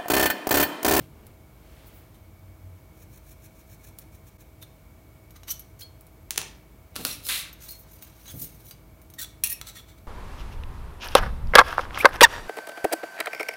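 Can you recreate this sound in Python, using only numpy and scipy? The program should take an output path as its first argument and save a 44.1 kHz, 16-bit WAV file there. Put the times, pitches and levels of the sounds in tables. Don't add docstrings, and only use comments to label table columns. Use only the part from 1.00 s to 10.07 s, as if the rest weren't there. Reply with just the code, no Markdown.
import sys
import numpy as np
from scipy import signal
from scipy.fft import rfft, irfft
from scipy.io import wavfile
from scipy.ndimage import uniform_filter1d, map_coordinates

SR = 44100
rng = np.random.default_rng(int(sys.argv[2]) if len(sys.argv) > 2 else 0)


def store_wav(level_fs):
    pcm = np.round(np.clip(np.atleast_2d(level_fs), -1, 1) * 32767)
    wavfile.write(sys.argv[1], SR, pcm.T.astype(np.int16))


N = 399987
TOP_HZ = 15850

# frequency in Hz, relative spectral level in dB.
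AIR_COLOUR = [(25, -38), (40, -12), (90, -3), (240, -17), (600, -23), (1200, -28), (1800, -34.5),
              (5000, -41), (10300, -41), (13000, -36), (15500, -37.5)]
AIR_RMS_DB = -52
# centre in Hz, width in Hz, level in dB rms.
HUM_BANDS = [(77.6, 24, -62.5), (315.8, 17, -66.5), (2240, 165, -71)]
# frequency in Hz, mean level in dB rms.
HUM_TONES = [(53.5, -57), (642, -68.5)]
DIP_S, DIP_HALF_LENGTH_S, DIP_DB = 3.378, 0.006, -14

# peak in seconds, rise in seconds, fall in seconds, level in dB, tilt in dB per octave.
BRUSHES = [(.02, 0.036, 0.041, -57, 1.5), (.27, 0.16, 0.064, -54.5, -4.5), (.83, .23, 0.24, -58.5, -0.5),
           (.877, 0.016, .015, -53, 12), (.955, 0.025, 0.07, -57, 18)]
# peak in seconds, level in dB, tilt in dB per octave.
BUMPS = [(.008, -41, -3.5), (5.384, -45.5, 3), (5.993, -37, 2.5), (6.055, -39.5, 3), (7.345, -37.5, -2.5),
         (7.42, -43.5, -0.5)]
BUMP_RISE_S, BUMP_FALL_S = 0.008, 0.034
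# frequency in Hz, relative level in dB.
BRUSH_COLOUR = [(150, -7.5), (500, -3), (1200, -8.5), (3000, -8.5), (7000, -18), (15000, -16.5)]
BUMP_COLOUR = [(40, -14), (100, -0.5), (160, 10), (215, -7.5), (290, -1), (400, -9), (550, -11.5),
               (1200, -26.5), (4000, -42)]

# start in seconds, level in dB before the group gain, tilt in dB per octave.
NAIL_TICKS = [(0.2675, -42.5, 2), (2.9866, -32, 3), (5.0095, -42.5, 5), (5.0675, -46, 2)]
# start in seconds, level in dB before the group gain, tilt in dB per octave.
STRIP_TICKS = [(3.6265, -34, -4), (4.307, -41, -4), (4.4334, -37.5, -7), (4.4815, -31, -5),
               (4.4945, -29, -1), (4.5085, -18, 1.5), (4.5948, -28, 1.5), (6.5293, -32.5, -2),
               (6.6885, -30.5, 2), (7.0242, -29, -3), (7.2575, -41, -6), (7.279, -36, -4), (7.4157, -27, 5),
               (7.7102, -31, -3), (8.0168, -42.5, -1), (8.1011, -40, -1), (8.138, -35, -2)]
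# peak in seconds, level in dB, tilt in dB per octave.
STRIP_FLEXES = [(1.155, -59.5, -4.5), (3.63, -49.5, -2), (4.364, -52, -6), (4.486, -42, -4.5),
                (4.513, -29.5, 2), (4.805, -47, -0.5), (4.82, -41.5, -0.5)]
FLEX_RISE_S, FLEX_FALL_S = 0.013, 0.012
# time in seconds, level in dB, tilt in dB per octave.
PICK_UP = [(6.6, -60, -6), (6.64, -44, -1.5), (6.675, -57.5, -4), (6.70, -38, 3.5), (6.745, -57.5, -4),
           (6.805, -50, 8), (6.85, -71, -10), (6.935, -51, 2), (7.0, -63, -5)]
REGRIP = [(7.03, -53.5, -1), (7.14, -63.5, -5.5), (7.25, -56.5, -1), (7.29, -45.5, -3.5), (7.35, -52, 4),
          (7.435, -34.5, 4), (7.48, -56.5, -0.5), (7.63, -60, -1), (7.69, -47, 2.5), (7.75, -71, -7)]
# frequency in Hz, relative level in dB.
STRIP_COLOUR = [(300, -32), (1000, -5.5), (2000, -2.5), (4000, 2.5), (6500, -1.5), (9000, 4), (12000, 7),
                (15500, 6.5)]
# nominal frequency in Hz, relative level in dB, free t60 in seconds.
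STRIP_MODES = [(1640, -12.5, 0.1), (2230, -10, 0.073), (2920, -13, 0.084), (3870, -4.5, 0.047),
               (4120, -12, 0.054), (5630, -1.5, 0.07), (6190, 10.5, 0.026), (6590, 5, 0.062),
               (8300, -5, 0.11), (9440, 3, 0.038), (12060, 4, 0.047), (13200, 4, 0.06), (14640, 8, 0.063)]

PEN_START_S, PEN_PERIOD_S, PEN_QUICKEN_S = 2.03, 0.147, 0.0019
# time in seconds, level in dB, rise in seconds.
PEN_PRESSURE = [(2.029, -55.5, 0.054), (2.32, -55, 0.066), (2.6, -57, 0.052), (2.89, -52, 0.058),
                (3.03, -58, .035), (3.398, -56.5, 0.022)]
STROKE_FALL_S = 0.013
# start in seconds, level in dB before the group gain, tilt in dB per octave.
PEN_TAPS = [(5.3075, -14, 1.5), (5.3152, -29, 2), (5.3602, -27, -2), (5.3766, -14, 2.5),
            (5.3791, -8.5, -0.5), (5.4157, -23, -1.5)]
# frequency in Hz, relative level in dB.
NIB_COLOUR = [(900, -81), (1650, 4), (2000, -9), (2350, 6), (2800, -10), (4200, -0.5), (4850, -19),
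              (5400, -0.5), (6600, 1), (7700, -3.5), (15500, 2)]
PEN_COLOUR = [(150, -28), (380, -2.5), (600, -11), (880, -2.5), (1300, -6.5), (1800, -1), (3600, 1),
              (5000, -1.5), (6300, 3.5), (8000, -2.5), (9600, 2.5), (11500, -5), (15200, -3)]

# peak in seconds, half length to 1/e in seconds, mean pitch in Hz, level in dB.
SQUEAKS = [(3.631, 0.012, 3690, -52), (4.5, 0.0085, 6000, -38), (6.118, 0.0075, 4150, -36.5),
           (6.126, .024, 5750, -43), (6.257, 0.0062, 5300, -43), (7.28, 0.016, 3950, -50),
           (7.287, .02, 6450, -48.5), (7.298, 0.015, 3400, -51), (8.193, 0.0067, 3750, -42),
           (8.197, 0.013, 1870, -43), (8.226, 0.015, 1530, -50.5), (8.238, .012, 3460, -43),
           (8.513, .018, 1870, -46), (8.768, 0.011, 1880, -50), (8.79, .018, 3430, -48)]
SQUEAK_STUTTER_DB, SQUEAK_SLIDE, SQUEAK_TREMBLE = 5.5, 0.0112, 0.021

# start in seconds, settled pitch in Hz, level in dB, t60 in seconds.
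PINGS = [(4.503, 3030, -40.5, 0.16), (4.505, 6040, -25, 0.055), (4.509, 5600, -39, 0.099),
         (4.82, 4330, -39.5, 0.16), (4.819, 3280, -45, 0.13), (4.82, 4910, -50, 0.1),
         (6.689, 4280, -42, 0.28), (6.689, 4900, -50, 0.17), (7.711, 4750, -46.5, 0.093),
         (8.527, 5520, -38.5, 0.16)]
PING_SAG, PING_SETTLE_S = 0.04, 0.004
TWIN_SPLIT, TWIN_DB = 0.0203, -19

# time in seconds, level in dB, tilt in dB per octave.
SHOVE = [(5.945, -64, -6), (5.97, -41.5, -0.5), (6.035, -46.5, 3), (6.065, -36.5, 2), (6.12, -37.5, 3),
         (6.17, -53, 2), (6.22, -55, 2)]
DRAG = [(6.225, -56, 2), (6.255, -39.5, 6), (6.286, -36, 5.5), (6.291, -27, -2), (6.36, -31.5, -0.5),
        (6.395, -34.5, 0.5), (6.44, -46.5, -2.5), (6.5, -55, -3)]
# start in seconds, level in dB before the group gain, tilt in dB per octave.
KNOCKS = [(5.957, -25, 2), (5.9622, -17, 0.5), (6.0507, -8.5, 2), (6.2675, -22.5, 3), (6.289, -16.5, 3.5)]
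# frequency in Hz, relative level in dB.
KNOCK_COLOUR = [(150, -23), (280, 17), (390, -1), (540, 10.5), (800, -1.5), (1400, 7.5), (2000, -4),
                (2700, 4.5), (3400, -0.5), (4250, 6.5), (7200, -5), (11000, 1.5), (15500, -5)]
DRAG_COLOUR = [(200, -26), (850, -15.5), (1400, -7), (2400, 0), (3000, -0.5), (3900, 4.5), (5000, -4),
               (8000, -4.5), (10000, -0.5), (15500, -5)]

# peak in seconds, rise in seconds, fall in seconds, level in dB, tilt in dB per octave.
EDGE_RUBS = [(8.191, 0.0067, 0.018, -35.5, 1), (8.228, 0.016, 0.012, -32, 3), (8.69, 0.024, 0.019, -40, -1),
             (8.775, 0.027, 0.033, -45.5, -1.5), (8.90, 0.025, 0.028, -55.5, -3),
             (8.984, 0.0073, 0.0055, -56.5, -2)]
BLADE_RUBS = [(8.464, 0.017, 0.016, -32.5, 0), (8.503, 0.013, 0.018, -31, 3),
              (8.526, 0.012, 0.0066, -27, 4.5)]
# start in seconds, level in dB before the group gain, tilt in dB per octave.
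EDGE_TICKS = [(8.1876, -31, -1.5), (8.2455, -29, -2), (8.614, -22, -3)]
BLADE_SNAPS = [(8.4364, -25, -3), (8.4376, -8, 1), (8.4425, -18, 2), (8.4725, -20, 2.5)]
# frequency in Hz, relative level in dB.
BLADE_COLOUR = [(300, -11.5), (900, -13), (1500, -5.5), (2600, -4.5), (4000, 0.5), (5000, -4.5),
                (6000, -0.5), (8000, -2), (12000, 0), (15500, 2)]
# nominal frequency in Hz, relative level in dB, free t60 in seconds.
EDGE_MODES = [(1303, 1, 0.04), (2230, 1, 0.025), (3510, -2, 0.049), (3870, 3, 0.025), (4300, -1, 0.053),
              (5800, 1.5, 0.04), (7610, 4.5, 0.023), (9360, 2, 0.037)]
BLADE_MODES = [(1830, -9, 0.072), (2360, 0, 0.045), (2550, 2.5, 0.12), (2780, -1.5, 0.11), (3690, -9, 0.06),
               (4230, -8.5, 0.097), (5620, 1, 0.06), (6350, -3, 0.048), (8750, 4, 0.031), (9750, 0, 0.07),
               (10070, 8.5, 0.038), (11200, -8, 0.17), (12790, 1, 0.055), (14000, 4, 0.035),
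               (14600, 7.5, 0.025)]

# frequency in Hz, t60 in seconds.
ROOM_T60 = [(150, 0.72), (1000, 0.57), (3000, 0.44), (7000, 0.34), (15000, 0.23)]


def amp(db):
    return 10 ** (np.asarray(db) / 20)


def unit(x):
    return x / np.sqrt(np.sum(x ** 2))


def seconds(length_s):
    return np.arange(int(length_s * SR) + 1) / SR


def add(track, start_s, sound):
    i = int(round(start_s * SR))
    sound, i = sound[max(-i, 0):], max(i, 0)
    track[i:i + len(sound)] += sound[:N - i]


def through(x, response):
    return signal.oaconvolve(x, response)[:N]


def on_log_axis(points, hz):
    f, value = np.transpose(points)
    return np.interp(np.log(hz + 1), np.log(f), value)


def fade(t, t60_s):
    return np.exp(-np.log(1000) * t / t60_s)


def wander(size, rate_hz):
    steps = np.arange(size) * rate_hz / SR
    count = int(steps[-1]) + 2
    return np.interp(steps, np.arange(count), rng.standard_normal(count))


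def causal(gain):
    cepstrum = irfft(np.log(gain))
    half = len(cepstrum) // 2
    cepstrum[1:half] *= 2
    cepstrum[half + 1:] = 0
    return unit(irfft(np.exp(rfft(cepstrum))))


def flatten(force, size=4096):
    power = uniform_filter1d(np.abs(rfft(force, size)) ** 2, size=15)
    return unit(signal.fftconvolve(force, causal(1 / np.sqrt(power))))


def contact(colour, tilt_db, size=2048):
    hz = np.arange(size // 2 + 1) * SR / size
    tilt = tilt_db * np.log2(np.clip(hz, 80, TOP_HZ))
    top_cut = 30 * (hz > TOP_HZ + 500)
    return causal(amp(on_log_axis(colour, hz) + tilt - top_cut))


def body(colour, modes=(), ring_db=0, bend=0, uneven_db=0, sustain=1, shimmer_db=-40, shimmer_t60_s=0.05):
    def response(tilt_db):
        out, t = contact(colour, tilt_db), seconds(0.3)
        if not len(modes):
            return out
        modal = np.zeros(len(t))
        for hz, db, t60_s in modes:
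            shift, weight = rng.standard_normal(2)
            tone = np.cos(2 * np.pi * hz * (1 + bend * shift) * t)
            modal += amp(db + uneven_db * weight) * fade(t, t60_s * sustain) * tone
        shimmer = unit(rng.standard_normal(len(t)) * fade(t, shimmer_t60_s))
        ring = amp(ring_db) * unit(modal) + amp(shimmer_db) * shimmer
        ring[0] += 1
        return unit(signal.fftconvolve(out, ring))
    return response


def rub(rows, response, grit_db, jerk_db=0, waver=0):
    out = np.zeros(N)
    for peak_s, rise_s, fall_s, db, tilt_db in rows:
        t = seconds(2 * (rise_s + fall_s)) - 2 * rise_s
        size = np.repeat(rng.exponential(size=len(t)), 16)[:len(t)].clip(0, 4)
        slips = rng.standard_normal(len(t)) * amp(grit_db * size)
        slips = slips * amp(jerk_db * wander(len(t), 133))
        pressure = np.exp(-(t / np.where(t < 0, rise_s, fall_s)) ** 2)
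        sound = signal.fftconvolve(pressure * slips / slips.std(), response(tilt_db))
        if waver:
            read_at = np.cumsum(1 + waver * wander(len(sound), 41.6))
            sound = map_coordinates(sound, [read_at], order=5)
        add(out, peak_s - 2 * rise_s, amp(db) * sound)
    return out


def strike(rows, response, chatter, t60_s, gain_db):
    out, t = np.zeros(N), seconds(0.06)
    for start_s, db, tilt_db in rows:
        force = chatter * unit(rng.standard_normal(len(t)) * fade(t, t60_s))
        force[0] += 1
        sound = signal.fftconvolve(flatten(force), response(tilt_db))
        add(out, start_s, amp(db + gain_db) * sound)
    return out


def swells(rows, rise_s, fall_s):
    return [(peak_s, rise_s, fall_s, db, tilt_db) for peak_s, db, tilt_db in rows]


def slide(curve, count):
    when, db, tilt_db = np.transpose(curve)
    peaks, step_s = np.linspace(when[0], when[-1], count, retstep=True)
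    return [(peak_s, step_s, step_s, np.interp(peak_s, when, db), np.interp(peak_s, when, tilt_db))
            for peak_s in peaks]


def background(swell_s=1.566, swell_half_length_s=0.35, swell_hz=92, swell_db=-48):
    hz, t = np.arange(N // 2 + 1) * SR / N, np.arange(N) / SR

    def noise(gain):
        return np.sqrt(N) * unit(irfft(rfft(rng.standard_normal(N)) * gain, N))

    def band(centre_hz, width_hz):
        return noise(1 / (1 + (2 * (hz - centre_hz) / width_hz) ** 2))

    air = amp(AIR_RMS_DB) * noise(amp(on_log_axis(AIR_COLOUR, hz)))
    hum = sum(amp(db) * band(centre_hz, width_hz) for centre_hz, width_hz, db in HUM_BANDS)
    tones = np.zeros(N)
    for tone_hz, db in HUM_TONES:
        level = np.sqrt(2) * amp(db + 1.3 * wander(N, 5.7))
        tones += level * np.sin(2 * np.pi * tone_hz * t + 0.7 * wander(N, 9))
    swell = np.exp(-((t - swell_s) / swell_half_length_s) ** 2)
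    drone = amp(swell_db) * swell * band(swell_hz, 4.1)
    dip = amp(DIP_DB * np.exp(-((t - DIP_S) / DIP_HALF_LENGTH_S) ** 2))
    return dip * (air + hum + tones + drone)


def brushes_and_bumps():
    brushing = rub(BRUSHES, body(BRUSH_COLOUR), grit_db=1.5)
    bumps = rub(swells(BUMPS, BUMP_RISE_S, BUMP_FALL_S), body(BUMP_COLOUR), grit_db=-6.5)
    return brushing + bumps


def strip():
    free = body(STRIP_COLOUR, STRIP_MODES, ring_db=3.5, bend=0.013, uneven_db=5.5, sustain=0.96,
                shimmer_db=-9, shimmer_t60_s=0.11)
    held = body(STRIP_COLOUR, STRIP_MODES, ring_db=3, bend=0.024, uneven_db=2, sustain=0.39,
                shimmer_db=1, shimmer_t60_s=0.062)
    nails = strike(NAIL_TICKS, body(STRIP_COLOUR), chatter=2.1, t60_s=0.029, gain_db=17)
    flexes = swells(STRIP_FLEXES, FLEX_RISE_S, FLEX_FALL_S)
    touches = flexes + slide(PICK_UP, count=24) + slide(REGRIP, count=40)
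    creaks = rub(touches, held, grit_db=2.5, jerk_db=4.5, waver=0.0065)
    ticks = strike(STRIP_TICKS, free, chatter=1.9, t60_s=0.022, gain_db=14)
    return nails + creaks + ticks


def to_and_fro(count=11):
    k = np.arange(count)
    peaks = PEN_START_S + PEN_PERIOD_S * k - PEN_QUICKEN_S * k * (k - 1) / 2
    when, db, rise_s = np.transpose(PEN_PRESSURE)
    return [(peak_s, np.interp(peak_s, when, rise_s), STROKE_FALL_S, np.interp(peak_s, when, db), 0)
            for peak_s in peaks]


def pen():
    nib = rub(to_and_fro(), body(NIB_COLOUR), grit_db=0, jerk_db=3)
    clack = strike(PEN_TAPS, body(PEN_COLOUR), chatter=1.9, t60_s=0.0077, gain_db=13)
    return nib, clack


def squeaks(slips_per_s=520, slides_per_s=55):
    out = np.zeros(N)
    for peak_s, half_length_s, hz, db in SQUEAKS:
        t = seconds(4 * half_length_s) - 2 * half_length_s
        slow_slide = SQUEAK_SLIDE * wander(len(t), slides_per_s)
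        tremble = SQUEAK_TREMBLE * wander(len(t), slips_per_s)
        phase = 2 * np.pi * np.cumsum(hz * (1 + slow_slide + tremble)) / SR
        note = amp(SQUEAK_STUTTER_DB * wander(len(t), slips_per_s)) * np.sin(phase)
        envelope = np.exp(-(t / half_length_s) ** 2)
        add(out, peak_s - 2 * half_length_s, amp(db) * envelope * note / note.std())
    return out


def pings():
    out, t = np.zeros(N), seconds(0.4)
    for start_s, hz, db, t60_s in PINGS:
        wobble = 1 + 0.0069 * wander(len(t), 152) - PING_SAG * np.exp(-t / PING_SETTLE_S)
        phase = 2 * np.pi * np.cumsum(hz * wobble) / SR
        pair = np.sin(phase) + amp(TWIN_DB) * np.sin(phase * (1 - TWIN_SPLIT))
        add(out, start_s, amp(db) * fade(t, t60_s) * pair)
    return out


def counter():
    damped = body(DRAG_COLOUR, BLADE_MODES, ring_db=-16, bend=0.023, sustain=0.35)
    shifting = rub(slide(SHOVE, count=28), damped, grit_db=3, jerk_db=5)
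    knocks = strike(KNOCKS, body(KNOCK_COLOUR), chatter=2.4, t60_s=0.017, gain_db=12)
    dragging = rub(slide(DRAG, count=96), body(DRAG_COLOUR), grit_db=3, jerk_db=3)
    return shifting + knocks + dragging


def blades():
    steel = body(BLADE_COLOUR, BLADE_MODES, ring_db=8, bend=0.0037, uneven_db=0.5,
                 shimmer_db=0, shimmer_t60_s=0.077)
    edge = body(BLADE_COLOUR, EDGE_MODES, ring_db=-6.5, bend=0.013)
    clicks = strike(EDGE_TICKS, edge, chatter=3, t60_s=0.014, gain_db=12)
    rasps = rub(EDGE_RUBS, edge, grit_db=3, jerk_db=2.5, waver=0.03)
    snaps = strike(BLADE_SNAPS, steel, chatter=2.9, t60_s=0.0072, gain_db=16)
    sliding = rub(BLADE_RUBS, steel, grit_db=2.5, jerk_db=1.5, waver=0.0129)
    return clicks + rasps + snaps + sliding


def room(gap_s=0.0053, treble_db=-5, early_db=3):
    t = seconds(0.76)
    unevenness_db = early_db * fade(t, 0.49) * rng.standard_normal(len(t))
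    echoes = rng.standard_normal(len(t)) * amp(unevenness_db)
    hz, when, cells = signal.stft(echoes, SR, nperseg=256)
    decay = fade(when, on_log_axis(ROOM_T60, hz)[:, None])
    treble = amp(treble_db * hz / TOP_HZ)[:, None]
    tail = signal.istft(cells * decay * treble)[1][:len(t)]
    return unit(tail * (t > gap_s))


def scene():
    nib, clack = pen()
    near = brushes_and_bumps() + strip() + nib + blades()
    singing = squeaks() + pings()
    scissors = counter()
    sends = amp(-10.5) * near + amp(-14.5) * singing + amp(-8.5) * clack + amp(-7.5) * scissors
    echoes = through(sends, room())
    return (near + singing + clack + scissors + echoes + background())[None]


def record(dry, ceiling=1.0):
    rounded = ceiling * np.tanh(dry / ceiling)
    low_pass = signal.ellip(10, 0.2, 70, TOP_HZ, fs=SR, output="sos")
    return signal.sosfilt(low_pass, rounded)


dry = scene()
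out = record(dry)
store_wav(out)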